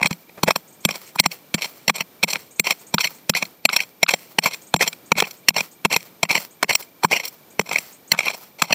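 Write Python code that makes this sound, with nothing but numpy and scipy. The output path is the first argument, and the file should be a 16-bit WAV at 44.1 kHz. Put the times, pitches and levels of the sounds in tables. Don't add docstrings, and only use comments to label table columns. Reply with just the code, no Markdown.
import sys
import numpy as np
from scipy import signal
from scipy.fft import rfft, irfft, next_fast_len
from scipy.io import wavfile
from scipy.ndimage import uniform_filter1d, minimum_filter1d, map_coordinates

SR = 44100
rng = np.random.default_rng(int(sys.argv[2]) if len(sys.argv) > 2 else 0)


def wrap_up_sound(samples):
    columns = np.atleast_2d(samples).T
    tamed = np.clip(columns, -1, 1)
    steps = np.round(tamed * 32767).astype(np.int16)
    wavfile.write(sys.argv[1], SR, steps)


def volts_from_decibels(level):
    exponent = np.asarray(level, float) / 20
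    return 10 ** exponent


N = 385434
T = np.arange(N) / SR

# (time [s], blade level [dB], soil over blade [dB], bright ring over blade [dB],
# length scale [ms], thud level [dB])
CHOP_BLOWS = [(0.4321, -18.5, 2, 3, 5.6, -15.5), (0.851, -1.5, -10.5, 1.5, 3.1, -15),
              (1.1979, -4, -13.5, 2.5, 3.4, -15), (1.5423, -15.5, -5.5, -2, 5.6, -18),
              (1.8788, -8.5, -15, -4.5, 5.4, -23), (2.2295, -14, -11, -1.5, 6.2, -27),
              (2.597, -0.5, -17.5, -4.5, 1.7, -20.5), (2.9405, -10, -3, 2.5, 4.1, -18.5),
              (3.295, -11, -5.5, 3, 4.2, -14), (3.6524, 1, -10.5, -5, 3.6, -20),
              (4.0305, -1, -7.5, -8.5, 4.05, -21), (4.385, -8.5, -2.5, -3.5, 4.2, -21.5),
              (4.7412, -14, 6, 0, 2.04, -10), (5.1181, -6.5, -3.5, -11.5, 3.7, -13),
              (5.4853, 0.5, -29, -4.5, 4.6, -21.5), (5.85, -5, -6, -10.5, 5.1, -18.5),
              (6.2309, -9.5, -2.5, -2.5, 4.3, -19), (6.6288, -6, -1.5, -5.5, 3.6, -28.5),
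              (7.0448, -14, -1, -2.5, 5.9, -16.5), (7.594, -2.5, -10, -11.5, 2, -18),
              (8.1175, -7.5, -15.5, 4.5, 4, -24), (8.6192, -18, 0.5, 1, 4.1, -23)]
# (time [s], blade level [dB], soil over blade [dB],
# bright ring over blade [dB], length scale [ms])
STONE_CATCHES = [(0.0132, -11.5, 0.5, -10, 1.5), (0.0274, -7.5, -7.5, -10.5, 6.1),
                 (0.0434, -8, -10, -10, 3.9), (0.0566, -4, -12, -6.5, 4), (0.0692, -15.5, -2, 6, 1.7),
                 (0.107, -15.5, -1, -2.5, 4.5), (0.1276, -17.5, -13.5, -3.5, 1.7),
                 (0.2928, -24.5, -10, -24, 2.9), (0.3753, -42.5, 12.5, -17, 10.4),
                 (0.474, -1.5, -4, -11, 8.7), (0.5053, 1, -10, -10.5, 4.8), (0.5576, -8, -5.5, -1, 3.1),
                 (0.8888, -10, -0.5, -13, 2.4), (0.9082, -9.5, -10.5, -1.5, 3),
                 (0.956, -30.5, 1.5, 5.5, 2.2), (1.158, -41.5, 22.5, 19.5, 2.1),
                 (1.1922, -2, -15, -15, 1.7), (1.2369, -7, -6.5, -5.5, 3.7), (1.259, -4.5, -4.5, -4, 2.7),
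                 (1.3145, -17.5, -29, -3.5, 4), (1.5784, -24, -7, -16, 4.4), (1.6177, -21.5, -13, -2.5, 12),
                 (1.6514, -21, -7, -0.5, 3.2), (1.8961, -4, -5, -2, 3.7), (1.96, -25.5, -9, 7.5, 2),
                 (1.9817, -20, -7, -2, 2), (2.0046, -6, -10.5, -6, 5.3), (2.2394, 5.5, -11.5, -13, 1.45),
                 (2.2996, -28, -21, 7, 9.7), (2.3315, -12.5, -9, 1, 2.1), (2.3457, -32, -1, -21, 3.5),
                 (2.357, -12.5, -5, -20, 1.33), (2.6457, -30, -23, -2, 5.8), (2.6653, -15, -11.5, -6, 9.9),
                 (2.7052, -4, -14, -4, 4.6), (2.9904, -18, -6, -4, 4.9), (3.003, -16, -16, -0.5, 9.7),
                 (3.042, -2.5, -25, -5, 2.7), (3.0488, -7.5, -13, -3.5, 6.1), (3.0716, -11.5, -44, -9.5, 4),
                 (3.3483, -8, -14, -12, 5.5), (3.3643, -12, -19, -3, 11), (3.4235, -9, -8, -10, 4),
                 (3.4523, -31, -22, -5, 3), (3.694, -2.5, -16, -27, 5.3), (3.7287, -4, -14.5, -3, 5.1),
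                 (3.7627, -2.5, -16.5, -4.5, 5.7), (3.7883, -5, -25, -13, 4), (3.8021, -2, -20, -9.5, 3.7),
                 (3.82, -23, -16, 4, 3.3), (3.834, -34, -15, 2, 3.1), (4.0826, -12.5, -10.5, -7, 12),
                 (4.1078, -14.5, -10.5, 1.5, 3.7), (4.136, -4.5, -8.5, -4.5, 3.8),
                 (4.4371, -18, -9, -1, 4.8), (4.4571, -6, -4.5, -2.5, 8.1), (4.5334, -21, -22, 1.5, 2.8),
                 (4.5432, -24.5, -28, -2, 2.4), (4.7624, -3.5, -8, -3.5, 1.45),
                 (4.8067, -2, -12.5, -9, 5.8), (4.8167, -4, -14, -6, 12), (4.8756, -14.5, -8, 3.5, 3.6),
                 (4.929, -29, -7.5, -3, 3.2), (5.153, -21, -6, -12, 2.2), (5.1711, -16, -13, -6, 2.5),
                 (5.1781, -12, -7, -5, 12), (5.2015, -10, -18, -2.5, 2.5), (5.2223, -7.5, -2.5, -7, 2.7),
                 (5.2368, -15, -16, -20, 5.1), (5.2673, -23.5, -11, -28, 3.7), (5.3088, -29, -17, 1.5, 2.8),
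                 (5.5041, -2.5, -6.5, -16, 1.6), (5.5614, -13, -4.5, -5.5, 7),
                 (5.5779, -8.5, -8, -2.5, 5.5), (5.6059, -2.5, -14.5, -12.5, 2.1),
                 (5.906, -19.5, -6, -14, 3), (5.9131, -10.5, -12.5, -10, 2.5), (5.9264, -8, -12, -5, 4.5),
                 (5.9417, -8, -17.5, -9, 3.3), (5.961, -9, -7, -5, 3.3), (6.004, -22, -17, -6.5, 2.4),
                 (6.2498, -13.5, -11.5, -10, 4.9), (6.297, -15, -13.5, -27, 2.9),
                 (6.3048, -9, -8, -25, 2.2), (6.31, -3, -26.5, -10, 4), (6.352, -5, -10, -10.5, 2.8),
                 (6.3766, -7, -9, -9, 1.9), (6.6422, -7, -9, -16, 1.6), (6.6917, -12, -6, -3, 3.8),
                 (6.6989, -6, -13, -10.5, 7.1), (6.7067, -10, -10, -12, 4), (6.7155, -11.5, -14, -14, 2.8),
                 (6.7277, -19, -29, 4.5, 1.8), (6.751, -6.5, -16.5, 2, 2.8), (6.8233, -29.5, -21, 2.5, 3.7),
                 (7.033, -23, 3, 5, 2.9), (7.1097, -13.5, -4.5, -4, 8.7), (7.1277, -7, -12.5, -10, 11.5),
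                 (7.1606, -6.5, -16.5, -8, 7.2), (7.197, -15, -18.5, -9, 6.2),
                 (7.2522, -31, -27, 12.5, 2.6), (7.2773, -33.5, -9, 10.5, 5.5), (7.6104, -24, -3, 0.5, 4),
                 (7.691, -26, 0, -1, 4), (7.7122, -17, -6, -10, 5.4), (7.7313, -7, -15.5, -4.5, 1.7),
                 (7.758, -6, -20, -13, 3.6), (7.7684, -17, -14, -16, 2.8), (7.784, -6, -13.5, -4, 1.7),
                 (8.1311, -17, 4.5, -16, 12), (8.1876, -9.5, -11.5, -6.5, 3.7), (8.2033, -8, -18, -22, 4.8),
                 (8.2302, -14, -13, -7, 4.9), (8.2493, -18, -13, -5.5, 9.4), (8.2636, -13, -9, -12, 6.6),
                 (8.2796, -10, -19, -13, 4), (8.302, -31, -6, -13, 5.3), (8.3416, -32, -1, 4, 5.7),
                 (8.6324, -21.5, -2, -0.5, 8.1), (8.7042, -17.5, 3, -8, 4.6), (8.7251, -2.5, -8.5, -3, 4.1)]
# (start [s], end [s], grind level [dB], crumb level [dB],
# patter length [s])
DRAG_STROKES = [(0.043, 0.11, -69, -51, 0.12), (0.467, 0.52, -45, -49, 0.13), (0.888, 0.96, -35, -41, 0.13),
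                (1.245, 1.318, -63, -42, 0.062), (1.585, 1.658, -34, -47, 0.19),
                (1.94, 2.012, -33, -63, 0.057), (2.282, 2.367, -29.5, -47.5, 0.11),
                (2.646, 2.727, -25.5, -46.5, 0.13), (2.988, 3.059, -37, -44.5, 0.14),
                (3.351, 3.413, -32.5, -50, 0.11), (3.707, 3.838, -28.5, -51, 0.08),
                (4.081, 4.136, -37, -44, 0.19), (4.42, 4.545, -32, -47, 0.095),
                (4.799, 4.882, -25.5, -40.5, 0.059), (5.161, 5.273, -34, -45, 0.078),
                (5.542, 5.606, -36.5, -40.5, 0.078), (5.906, 5.978, -26.5, -47, 0.11),
                (6.297, 6.379, -21.5, -37.5, 0.079), (6.686, 6.776, -44, -37.5, 0.067),
                (7.09, 7.27, -34, -43, 0.077), (7.661, 7.785, -37.5, -38, 0.14),
                (8.173, 8.345, -34.5, -44, .13), (8.591, 8.72, -34, -61, .1)]
# (time [s], level [dB])
STONE_SKIDS = [(2.983, -0.5), (3.338, -10.5), (3.691, 6.5), (4.065, -7.5)]
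# (time [s], level [dB])
HANDLE_KNOCKS = [(2.594, -35.5), (4.03, -41), (5.222, -24.5), (5.85, -24.5), (6.637, -28), (7.041, -21),
                 (7.594, -19.5)]
# (time [s], thud level [dB])
TOOL_LANDINGS = [(.049, -18.5), (0.108, -24), (.508, -29), (1.259, -31), (1.9, -16.5), (2.24, -30),
                 (4.765, -25), (4.836, -29), (5.155, -24), (5.221, -28), (8.137, -21.5)]
# (time [s], level [dB])
BIRD_CHIPS = [(0.676, -39), (0.7236, -40), (0.804, -39), (1.063, -38), (2.5074, -36), (2.5574, -36),
              (2.7914, -37), (2.8654, -33.5), (3.144, -39), (4.614, -36), (4.6663, -35.5), (5.0569, -39),
              (5.3667, -42.5), (5.712, -38), (6.5061, -39), (7.5014, -40), (7.9244, -35), (8.075, -35)]

# (frequency [Hz], width [Hz], level [dB])
SOIL_MODES = [(562, 387, -3), (980, 310, 0), (1620, 1060, -6.5)]
BEND_MODES = [(2104.5, 275, -2), (2338, 507, 1.5), (2662, 410, -3.5)]
EDGE_MODES = [(3200, 170, -6), (4260, 190, 0), (4800, 2200, -4), (5520, 130, -2), (5880, 140, -8)]
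SHIMMER_MODES = [(7330, 65, -3), (7540, 55, -1), (8180, 90, -3), (10160, 90, -10), (11470, 65, -2),
                 (12985, 50, -7), (15410, 60, -5), (10500, 9000, -11)]
GROUND_MODES = [(171.9, 20.7, -13.5), (204, 34, -11.5), (275, 90, -22.5), (68, 80, -45)]

# (frequency [Hz], level [dB per Hz])
CRUMB_SPECTRUM = [(200, -18), (500, 1.5), (1300, -2), (2200, -16), (5000, -7), (9000, -14.5), (15500, 0),
                  (16300, -43)]
# (frequency [Hz], level [dB per Hz])
HUSH_SPECTRUM = [(15, -49.5), (40, -33), (150, -1.5), (400, -3), (800, -8.5), (1700, -15.5), (2400, -18),
                 (3500, -16.5), (7500, -22), (10000, -22.5), (15500, -18), (16200, -56.5)]


def unit(x):
    return x / np.sqrt(np.mean(x ** 2) + 1e-20)


def coloured(x, spectrum):
    m = next_fast_len(N + 8192)
    f, db = np.transpose(spectrum)
    gain = volts_from_decibels(np.interp(np.log(np.fft.rfftfreq(m, 1 / SR) + 1), np.log(f), db))
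    return unit(irfft(rfft(x, m) * gain, m)[:N])


def resonate(x, hz, width_hz):
    b, a = signal.iirpeak(hz, hz / width_hz, SR)
    return signal.lfilter(b, a, x) / np.sqrt(np.pi * width_hz / SR)


def place(seconds, shapes):
    start = np.round(seconds * SR).astype(int)
    at = np.maximum(start[:, None] + np.arange(shapes.shape[1]), 0)
    return np.bincount(at.ravel(), shapes.ravel(), N + SR)[:N]


def grit(per_s, spread_db, smooth):
    hit, size, sign = rng.random((3, N))
    sizes = volts_from_decibels(-spread_db * np.log(size + 1e-4))
    grains = (hit < per_s / SR) * np.sign(sign - .5) * sizes
    return unit(unit(grains) + smooth * rng.standard_normal(N))


def wobble(rate):
    return map_coordinates(rng.standard_normal(int(N * rate / SR) + 4), [T * rate])


def mode_levels(db, soil_db, bright_db):
    edge_db = db + bright_db - 4.5
    shimmer_db = db + 1.35 * bright_db - 10.5
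    return db + soil_db, db, edge_db, shimmer_db


def contact_swells(length_ms, is_chop, t):
    u = np.maximum(t, 0) / (0.00054 * np.maximum(length_ms, .5)[:, None])
    chop_rise_s, brush_s, catch_lead_s, let_go_s = .002, .006, 0.0042, 0.0018
    catch_lead = volts_from_decibels(-12.5)
    chop = 1.93 * np.clip(t / chop_rise_s + 1, 0, 1) ** 2 * np.exp(-(u / 2.49) ** 2)
    swell = np.where(is_chop, chop, u * np.exp(1 - u))
    brush = volts_from_decibels(-24.5) * np.exp(t / brush_s)
    lead = np.where(is_chop, brush, catch_lead * np.exp(t / catch_lead_s))
    return swell + np.where(t < 0, lead, catch_lead * np.exp(-t / let_go_s))


def drag_grind():
    ease_s = 0.0097
    grind = np.zeros(N)
    for a, b, grind_db, *_ in DRAG_STROKES:
        grind += volts_from_decibels(grind_db) * np.interp(T, [a - ease_s, a, b, b + ease_s], [0, 1, 1, 0])
    return grind * volts_from_decibels(5.5 * wobble(140))


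def blade():
    contacts = [c[:5] for c in CHOP_BLOWS] + list(STONE_CATCHES)
    s, db, soil_db, bright_db, length_ms = np.transpose(contacts)
    t = np.arange(-1500, 1800) / SR
    is_chop = (np.arange(len(s)) < len(CHOP_BLOWS))[:, None]
    swell = contact_swells(length_ms, is_chop, t)
    luck_db = 2.5 * rng.standard_normal((len(s), 20))
    clumps = volts_from_decibels(3.07 * wobble(250))
    force = unit(clumps * grit(per_s=4000, spread_db=2.5, smooth=0.73))
    grind = drag_grind()
    contact_levels = mode_levels(db, soil_db, bright_db)
    rub_levels = mode_levels(0, soil_db=-8, bright_db=-3)
    families = (SOIL_MODES, BEND_MODES, EDGE_MODES, SHIMMER_MODES)
    out, k = np.zeros(N), 0
    for level, rub_db, modes in zip(contact_levels, rub_levels, families):
        total = np.sqrt(sum(volts_from_decibels(2 * m[2]) for m in modes))
        for hz, width, mode_db in modes:
            strike = volts_from_decibels(level + mode_db + luck_db[:, k])[:, None]
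            drive = place(s + t[0], swell * strike) + volts_from_decibels(rub_db + mode_db) * grind
            out += (-1) ** k * resonate(force * drive, hz, width) / total
            k += 1
    return out


def squeaks():
    s, db = np.transpose(STONE_SKIDS)
    turn = 2 * np.pi * np.cumsum(np.linspace(800, 1900, num=330)) / SR
    skid = np.sin(turn) + 0.54 * np.sin(2 * turn) + 0.81 * np.sin(3 * turn)
    skid = skid * np.hanning(330) ** 2
    return place(s - .003, volts_from_decibels(db - 6.5)[:, None] * skid)


def ground():
    catch_thud_db, knock_db = -16.5, -47
    lag_s = 0.0033
    pushes = [(c[0], c[1] + c[2], c[5]) for c in CHOP_BLOWS]
    pushes += [(c[0], c[1] + c[2], c[1] + c[2] + catch_thud_db) for c in STONE_CATCHES]
    pushes += [(s, db, db) for s, db in TOOL_LANDINGS]
    s, soil_db, thud_db = np.transpose(pushes)
    luck = rng.standard_normal((len(s), len(GROUND_MODES) + 1))
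    tap, push = np.hanning(50), np.hanning(110)
    tap_level = volts_from_decibels(soil_db + knock_db + 2.8 * luck[:, -1])
    taps = place(s + lag_s, tap_level[:, None] * tap)
    hard_s, hard_db = np.transpose(HANDLE_KNOCKS)
    hard_taps = place(hard_s, volts_from_decibels(hard_db)[:, None] * tap)
    out = resonate(taps + hard_taps, hz=432, width_hz=68)
    for k, (hz, width, db) in enumerate(GROUND_MODES):
        push_level = volts_from_decibels(thud_db + db + 2.7 * luck[:, k])
        out += resonate(place(s + lag_s, push_level[:, None] * push), hz, width)
    return out


def crumbs():
    build_s, thins_db = 0.084, 11
    level = np.zeros(N)
    for _, end, _, db, patter_s in DRAG_STROKES:
        times = [end - build_s, end, end + patter_s, end + patter_s + 0.06]
        levels_db = [db - 42.5, db, db - thins_db, db - thins_db - 18]
        level += volts_from_decibels(np.interp(T, times, levels_db, -120, -120))
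    fall = grit(per_s=1200, spread_db=2.8, smooth=.9)
    ring_modes = BEND_MODES + EDGE_MODES + SHIMMER_MODES[:-1]
    ring = sum(volts_from_decibels(db) * resonate(fall, hz, width) for hz, width, db in ring_modes)
    clumps_db, stirs_db = 4 * wobble(45), 4 * wobble(25)
    patter = volts_from_decibels(clumps_db) * coloured(fall, CRUMB_SPECTRUM)
    return level * (patter + volts_from_decibels(stirs_db - 15) * ring)


def birds():
    s, db = np.transpose(BIRD_CHIPS)
    t = np.arange(500) / SR
    hz = 9000 - 4600 * np.exp(-t / 0.0033)
    flick = np.sin(2 * np.pi * np.cumsum(hz) / SR) * np.sqrt(np.hanning(500))
    echo = rng.standard_normal(3000) * volts_from_decibels(-60 * np.arange(3000) / SR / 0.14)
    echo[0] = 5.
    chips = place(s, volts_from_decibels(db - 5.5)[:, None] * flick)
    chips = chips + 0.48 * resonate(chips, 6600, 350)
    return signal.fftconvolve(chips, echo / np.linalg.norm(echo))[:N]


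def field():
    waver_db = 1.1 * wobble(8)
    return volts_from_decibels(-51.5 + waver_db) * coloured(rng.standard_normal(N), HUSH_SPECTRUM)


def scene():
    return (blade() + squeaks() + ground() + crumbs() + birds() + field())[None]


def whine():
    whine_hz, fields_per_s = 14199.6, 50
    flip = volts_from_decibels(-54.5) * np.tanh(2.5 * np.sin(np.pi * fields_per_s * T))
    since = (T - .029) % (2 / fields_per_s)
    hz = 2420 - 250 * np.exp(-since / 0.0088)
    swell = since / 0.0043 * np.exp(1 - since / 0.0073)
    blip = swell * np.sin(2 * np.pi * np.cumsum(hz) / SR)
    blip = volts_from_decibels(-62 + 2.5 * wobble(25)) * blip
    return flip * np.sin(2 * np.pi * whine_hz * T) + blip


def roll_off(x):
    return signal.sosfilt(signal.butter(12, 16830, fs=SR, output="sos"), x)


def record(dry):
    x = dry + whine()
    need = np.minimum(1, (.55 / (np.abs(x) + 1e-6)) ** .8)
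    held = minimum_filter1d(need, size=1801, origin=900)
    x = x * uniform_filter1d(held, size=401, origin=200)
    x = x / (1 + np.abs(x / .78) ** 5) ** (1 / 5)
    treble_end = signal.ellip(10, .1, 60, 16150, fs=SR, output="sos")
    x = signal.sosfiltfilt(treble_end, x)
    return roll_off(x)


dry = scene()
out = record(dry)
wrap_up_sound(out)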